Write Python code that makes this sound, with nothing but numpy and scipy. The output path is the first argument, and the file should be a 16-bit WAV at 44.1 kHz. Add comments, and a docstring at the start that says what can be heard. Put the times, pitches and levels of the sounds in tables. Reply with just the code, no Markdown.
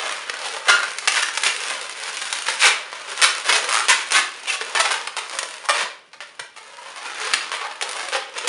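"""A small bare room, a dull camera microphone near hands that twist a latex modelling balloon.
Fingers rub from the start: rubber sticks and slips, ringing the skin and the air inside, and lets go
in lone snaps. At 0.7 s come a squeal and a creak, with a faint low thump of recorder overload; more
follow, the harder snaps and creaks the thinner. Hands bump softly near 5.8 and 6.4 s as they ease off.
From 6.8 s the rubbing swells to a hard snap at 7.3 s, then more kneading. The walls answer throughout."""
import sys
import numpy as np
from scipy import signal
from scipy.fft import rfft, irfft
from scipy.io import wavfile
from scipy.ndimage import uniform_filter1d, minimum_filter1d, map_coordinates

SR = 44100
rng = np.random.default_rng(int(sys.argv[2]) if len(sys.argv) > 2 else 0)


def write(x):
    x = np.atleast_2d(x).T
    wavfile.write(sys.argv[1], SR, np.round(np.clip(x, -1, 1) * 32767).astype(np.int16))


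N = 373968
SPAN = SR // 4  # samples that hold one stroke

# Event levels are relative within a layer. "Hollow" lifts the cavity boom, "sharp" the treble.
# How hard the fingers rub the skin. Each row: time in seconds, level in dB.
RUB_LEVELS = [(0, -25.5), (.35, -33), (.48, -30.5), (.62, -37), (.82, -30), (.96, -36.5), (1.28, -32.5),
              (1.42, -35), (1.6, -28), (1.97, -34.5), (2.1, -29), (2.42, -32.5), (2.6, -33), (2.9, -37.5),
              (3.17, -30), (3.38, -31), (3.52, -25), (4.05, -33.5), (4.33, -39.5), (4.95, -32), (5.13, -44),
              (5.3, -32.5), (5.65, -43.5), (6.07, -59), (6.3, -46.5), (6.53, -58), (6.62, -42.5),
              (6.75, -44), (7.3, -24.5), (7.44, -35), (7.6, -30), (7.78, -42), (7.98, -31), (8.28, -43.5),
              (8.4, -28)]
# The grip, slack and booming or tight and bright. Each row: time in seconds, hollow in dB, sharp in dB.
GRIP_TONE = [(0, 7, -1), (.3, 0, -5.5), (.5, 10.5, 4), (.68, 8, 0), (1.35, -0.5, 6.5), (1.85, 4.5, 2),
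             (2.3, 0, 6), (2.62, 4, 7), (2.87, 5.5, -5.5), (3.2, 3, 3.5), (3.65, 8.5, 3), (3.9, -1, 1),
             (4.45, 5.5, 3), (4.75, 6.5, 1), (5.1, 2.5, 0), (5.451, 10, 6), (6, 4.5, -2), (6.85, 8.5, 1),
             (7.3, -1, -5), (7.7, 8.5, -5.5), (7.9, 15, 8), (8.3, -1, -7)]
# The voice of the balloon. Each row: frequency in Hz, relative gain in dB.
BALLOON_VOICE = [(35, -53), (60, -47), (115, -37.5), (244, -24.5), (438, -6.5), (593, -10), (705, -11.5),
                 (875, -4), (1320, -2), (1500, -1.5), (2690, -3), (6250, -11), (7760, -10.5), (9420, -11.5),
                 (10500, -15), (13600, -54.5), (22000, -120)]
# The rubber lets go at once. Each row: start in seconds, level in dB, sharp in dB.
LONE_SNAPS = [(.093, -9, -0.5), (.123, -12, 4), (.297, -5.5, -5.5), (.566, -13, 2), (.985, -13, 8.5),
              (1.286, -9.5, 1), (1.374, -5.5, 6), (1.464, 1, -12), (2.327, -10, 11), (2.484, 0.5, -20),
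              (2.929, -13.5, -16), (3.226, -4, 0), (3.247, -7.5, -7), (3.893, 2.5, 11), (4.108, -7, 1),
              (4.12, -3, 6), (4.612, -6, -19), (5.073, -7, -1.5), (5.388, -11, 12.5), (5.43, -11.5, 4),
              (7.336, 3.5, 2.5), (7.812, -13.5, 6), (7.824, -10, 8), (8.086, -17.5, 7.5)]
# The slipping locks to one pitch. Each row: start and length in seconds, level in dB, pitch in Hz,
# hollow in dB, sharp in dB.
SQUEAL_STROKES = [(0.682, 0.091, -18, 1417, -4, -12), (4.476, 0.028, -27.5, 1160, -1, 0),
                  (4.796, 0.024, -15, 654, 8, 1), (5.695, 0.018, -17, 609, 11.5, -8),
                  (6.781, 0.018, -44, 990, 15.5, -3)]
# Bubbles twist against each other. Each row: start and length in seconds, level in dB,
# slips per second, sharp in dB, level offset of the opening snap in dB.
CREAK_STROKES = [(.683, .026, -9.5, 307, -1.5, -1.5), (1.075, 0.011, -14, 490, 3.5, 12),
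                 (1.121, 0.093, -22, 390, 2, 16), (1.221, .014, -21, 500, 5.5, 2),
                 (1.435, 0.061, -24, 430, 7, 16.5), (2.467, 0.05, -24, 500, -1, 4),
                 (2.595, 0.045, -30, 480, 12.5, -4), (2.618, 0.079, -12, 219, -1, 0),
                 (3.217, 0.033, -16.5, 160, 10.5, 6), (3.485, 0.023, -13.5, 298, -2.5, -2),
                 (3.526, 0.065, -20.5, 220, 3, 19), (3.69, 0.13, -26.5, 120, 9, 13.5),
                 (3.884, 0.049, -16, 400, 1, 18), (4.13, 0.077, -13.5, 367, -3, -8),
                 (4.474, 0.089, -28.5, 500, 5.5, 8), (4.75, 0.038, -18.5, 300, -6, 17.5),
                 (4.793, 0.023, -18.5, 550, 2, 3), (4.843, 0.027, -18, 326, -5, -2),
                 (4.907, 0.025, -19.5, 520, 1.5, 7), (5.167, 0.031, -24.5, 330, 0, 14),
                 (5.645, 0.024, -40, 450, 9, 7.5), (5.687, 0.025, -15.5, 650, -0.5, -9),
                 (5.736, 0.11, -22, 400, -4, 2), (6.132, 0.019, -39, 276, -18, 15),
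                 (6.205, 0.034, -35, 510, -10, 18.5), (6.394, 0.009, -24, 490, -1.5, 1),
                 (6.563, 0.025, -37.5, 490, -0.5, 8), (7.517, 0.048, -26, 500, -4, 16.5),
                 (8.122, 0.052, -19.5, 272, -7.5, -2), (8.379, 0.0089, -21, 470, 1, 3),
                 (8.474, 0.024, -15.5, 450, 7, 7)]
# A pinched bubble rings. Each row: start and length in seconds, pitch in Hz, lift in dB.
PINCH_RESONANCES = [(0.686, 0.18, 1570, 9.5), (1.118, 0.2, 1800, 5), (2.597, 0.075, 2350, 7),
                    (3.182, 0.12, 1330, 10.5), (3.656, 0.2, 1220, 9), (4.441, 0.094, 2750, 9.5),
                    (4.696, 0.66, 900, 5.5), (5.625, 0.087, 1050, 10.5), (6.753, 0.38, 990, 5.5),
                    (7.49, 0.23, 1050, 7.5), (8.09, 0.76, 448, 12)]
# Overload thumps and two soft hand bumps. Each row: start in seconds, level in dB, pitch in Hz.
LOW_THUMPS = [(.692, -44, 70), (3.221, -37, 60), (5.833, -38, 212), (6.41, -45, 141), (7.337, -42, 70)]
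# The still room. Each row: frequency in Hz, relative noise density in dB.
HUSH_SPECTRUM = [(20, -20), (150, 10), (600, 13), (10000, -64)]
# The ring of the bare walls. Each row: frequency in Hz, time to fall 60 dB in seconds.
ROOM_DECAY = [(200, 0.89), (530, 0.42), (1400, 0.47), (3700, 0.44), (9700, 0.29)]
# The microphone's uneven, dull top end. Each row: frequency in Hz, gain in dB.
MIC_RESPONSE = [(6900, -1.5), (7900, -7.5), (8500, -2), (9800, 0.5), (10500, -5.5), (11200, -7.5),
                (11800, -24)]


def amp(db):
    """Decibels to gain."""
    return 10 ** (np.asarray(db) / 20)


def unit(x):
    """x at rms 1."""
    return x / np.sqrt(np.mean(x ** 2) + 1e-20)


def along(points, hz):
    """(Hz, value) points read on a log axis."""
    freqs, values = np.transpose(points)
    return np.interp(np.log(hz + 1), np.log(freqs), values)


def wobble(rate, size=N):
    """A smooth random curve, rate knots a second."""
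    return map_coordinates(rng.standard_normal(size // 64), [np.arange(size) * rate / SR], mode="wrap")


def add(track, start, x):
    """Mix x into the track from start, in seconds."""
    part = track[max(round(start * SR), 0):][:len(x)]
    part += x[:len(part)]


def causal(points, size=2048):
    """Minimum-phase impulse response with the gain of (Hz, dB) points."""
    gain = amp(along(points, np.fft.rfftfreq(size, 1 / SR)))
    cepstrum = irfft(np.log(gain))
    cepstrum[1:size // 2] *= 2
    cepstrum[size // 2 + 1:] = 0
    return irfft(np.exp(rfft(cepstrum)))


def through(x, response):
    """x convolved with an impulse response."""
    return signal.fftconvolve(x, response)[:len(x)]


def pulses(times, heights, size, order=8):
    """Band-limited impulses at the given times."""
    at = np.floor(times * SR).astype(int)[:, None] + np.arange(1 - order, order + 1)
    gap = at - times[:, None] * SR
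    taps = heights[:, None] * np.sinc(gap) * np.cos(np.pi * gap / (2 * order)) ** 2
    return np.bincount(np.clip(at + order, 0, size).ravel(), taps.ravel(), size + 1)[:size]


def grip(t):
    """Hollow dB and sharp dB of the grip at time t."""
    times, hollow_db, sharp_db = np.transpose(GRIP_TONE)
    return np.interp(t, times, hollow_db), np.interp(t, times, sharp_db)


def press(x, hollow_db, sharp_db, cavity_hz=(440, 830), edge_hz=4000):
    """A slack bubble booms in its air cavity; a tight contact sharpens the treble."""
    boom = signal.sosfilt(signal.butter(1, cavity_hz, "band", fs=SR, output="sos"), x)
    treble = signal.sosfilt(signal.butter(1, edge_hz, "high", fs=SR, output="sos"), x)
    return x + (amp(hollow_db) - 1) * boom + (amp(sharp_db) - 1) * treble


def skin(slips, flutter_db, flutter_t60=0.0073, ring_t60=0.067, ring_db=-17, lap_s=.0025, lap_db=-7):
    """Each slip kicks the skin, sets off its own brief flutter and returns once around the bubble."""
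    t = np.arange(SR // 20) / SR
    dying = (amp(-60 * t / flutter_t60) + amp(ring_db - 60 * t / ring_t60)) ** 2
    envelope = np.sqrt(np.abs(through(slips ** 2, dying / dying.sum())))
    flutter = envelope * rng.standard_normal(len(slips))
    shaken = (slips + amp(flutter_db) * flutter) / np.hypot(1, amp(flutter_db))
    n = np.arange(len(slips))
    path = lap_s * SR * np.exp(0.1578 * wobble(12, len(n)))  # the bubble keeps changing shape
    returned = map_coordinates(shaken, [n - path])
    return (shaken - amp(lap_db) * returned) / np.hypot(1, amp(lap_db))


def rubbing(chatter_hz=500, jitter=0.2124, spread_db=3, clump_db=3, tick_rate=60, tick_db=-10):
    """Fingertips chatter in small clumped slips, while the knot lets go in sparser, brighter ticks."""
    t = np.arange(N) / SR
    level_db = np.interp(t, *np.transpose(RUB_LEVELS))
    hollow_db, sharp_db = grip(t)
    cycles = np.cumsum(chatter_hz * np.exp(.15 * wobble(14))) / SR
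    scatter, height, wait, force = rng.standard_normal((4, N // 64))
    slip_times = np.interp(np.arange(len(scatter)) + jitter * scatter, cycles, t, right=2 * t[-1])
    slips = unit(pulses(slip_times, amp(spread_db * height), N) * amp(clump_db * wobble(55)))
    chatter = press(skin(slips, flutter_db=0.5), hollow_db, sharp_db - 3.5)
    tick_times = np.cumsum(np.exp(.5 * wait)) / tick_rate
    knot_slips = unit(pulses(tick_times, amp(6.5 * np.minimum(force, 1)), N))
    ticks = press(skin(knot_slips, flutter_db=-2), 0, sharp_db + 6)
    return (chatter + amp(tick_db) * ticks) * amp(level_db)


def room_tone(level_db=-63.5):
    """The faint, low hush of the still room."""
    return amp(level_db) * unit(through(rng.standard_normal(N), causal(HUSH_SPECTRUM)))


def wall_tail(delay_s=0.0012, build_s=0.0067):
    """A diffuse tail of energy 1 that builds up after the direct sound."""
    hz, t, noise = signal.stft(rng.standard_normal(SR // 2), SR, nperseg=256)
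    decay = amp(-60 * t / along(ROOM_DECAY, hz)[:, None])
    tail = signal.istft(noise * decay, SR, nperseg=256)[1]
    tail *= np.clip((np.arange(len(tail)) / SR - delay_s) / build_s, 0, 1)
    return tail / np.linalg.norm(tail)


def room(x, wet_db=-4, size=4096):
    """Behind the direct sound, bare walls answer a little differently as the balloon moves about."""
    wet, padded = np.zeros(N), np.pad(x, size)
    window = np.sin(np.pi * np.arange(size) / size)
    for start in range(-size // 2, N, size // 2):
        echo = signal.fftconvolve(padded[start + size:][:size] * window, wall_tail())
        add(wet, max(start, 0) / SR, echo[max(-start, 0):])
    return x + amp(wet_db) * wet


def snap(start, db, sharp_db, fall_db=5, gap_s=.0033, count=4, soft_db=-4):
    """One strong slip, then a few weaker ones as the rubber catches again."""
    waits = gap_s * rng.uniform(0.26, 1.6, count)
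    slips = pulses(np.cumsum(waits) - waits[0], amp(-fall_db * np.arange(count)), SPAN)
    hollow_db = grip(start)[0] - max(db - soft_db, 0)  # the harder, the thinner
    return amp(db) * press(skin(slips, flutter_db=4.5), hollow_db, sharp_db)


def snaps(gain_db=8):
    """Lone snaps, and the one with which each creak breaks away."""
    out = np.zeros(N)
    breakaways = [(start, db + opening_db, sharp_db)
                  for start, _, db, _, sharp_db, opening_db in CREAK_STROKES]
    for start, db, sharp_db in LONE_SNAPS + breakaways:
        add(out, start, snap(start, db, sharp_db))
    return amp(gain_db) * out


def stroke(length, rate, uneven, spread_db, count=900):
    """A run of slips that swells and lets go, at rms 1 over its length."""
    timing, height = rng.standard_normal((2, count))
    waits = np.exp(uneven * timing - uneven ** 2 / 2) / rate
    times = np.cumsum(waits) - waits[0]
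    swell = np.sin(np.pi * np.clip(0.032 + times / length, 0, 1)) ** 0.48 * (times < length)
    slips = pulses(times, swell * amp(spread_db * height), SPAN)
    return unit(slips) * np.sqrt(length * SR / SPAN)


def squeals(fade_db=4):
    """Nearly regular slips make a short harmonic cry that fades as the tension goes."""
    out, t = np.zeros(N), np.arange(SPAN) / SR
    for start, length, db, pitch_hz, hollow_db, sharp_db in SQUEAL_STROKES:
        slips = stroke(length, pitch_hz, uneven=.028, spread_db=1.2)
        add(out, start, amp(db - fade_db * t / length) * press(slips, hollow_db, sharp_db))
    return out


def creaks(lowest_hz=380, thinning=0.29, soft_db=-32):
    """Twisted rubber gives way in a rasping run of slips, carrying little bass."""
    out = np.zeros(N)
    for start, length, db, rate, sharp_db, _ in CREAK_STROKES:
        slips = stroke(length, rate, uneven=.5 * rate / 420, spread_db=0.5)  # slower runs are steadier
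        hollow_db = grip(start)[0] - thinning * max(db - soft_db, 0)
        add(out, start, amp(db) * press(skin(slips, flutter_db=7), hollow_db, sharp_db))
    return signal.sosfilt(signal.butter(2, lowest_hz, "high", fs=SR, output="sos"), out)


def pinched(x, quality=4, loss=0.089):
    """While a bubble is pinched its resonance stands out, at some cost to the other frequencies."""
    out, t = x.copy(), np.arange(N) / SR
    for start, length, hz, lift_db in PINCH_RESONANCES:
        squeeze = np.sqrt(np.abs(np.sin(np.pi * np.clip((t - start) / length, 0, 1))))
        ring = signal.lfilter(*signal.iirpeak(hz, quality, SR), x)
        ringing = amp(-loss * lift_db) * (x + (amp(lift_db) - 1) * ring)
        out += squeeze * (ringing - x)
    return out


def thumps(t60=0.07, attack_s=0.00091):
    """Short low thumps: under loud, overloading slips, and soft hand bumps near 5.8 and 6.4 s."""
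    out, t = np.zeros(N), np.arange(SPAN) / SR
    for start, db, hz in LOW_THUMPS:
        envelope = amp(db - 60 * t / t60) * (1 - np.exp(-t / attack_s))
        add(out, start, envelope * np.sin(2 * np.pi * hz * t))
    return out


def scene(snap_direct_db=-8.5):
    """All slips sound through the balloon into the room; more of each snap reaches the mic straight."""
    voice = causal(BALLOON_VOICE)
    voice /= np.linalg.norm(voice)
    cracks = snaps()
    slips = rubbing() + cracks + creaks() + squeals()
    balloon = through(pinched(slips), voice)
    direct_snaps = amp(snap_direct_db) * through(cracks, voice)
    hush = room_tone()
    return (room(balloon) + thumps() + direct_snaps + hush)[None]


def record(dry, ceiling=1.1, window=128, top_hz=15800):
    """A dull camera microphone, a fast limiter, clipping at full scale and the band limit."""
    heard = through(dry[0], causal(MIC_RESPONSE))
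    needed_gain = ceiling / np.maximum(np.abs(heard), ceiling)
    limiter_gain = uniform_filter1d(minimum_filter1d(needed_gain, window), window)
    clipped = np.clip(heard * limiter_gain, -1, 1)
    passband = np.fft.rfftfreq(N, 1 / SR) < top_hz
    return irfft(rfft(clipped) * passband, N)[None]


dry = scene()
out = record(dry)
write(out)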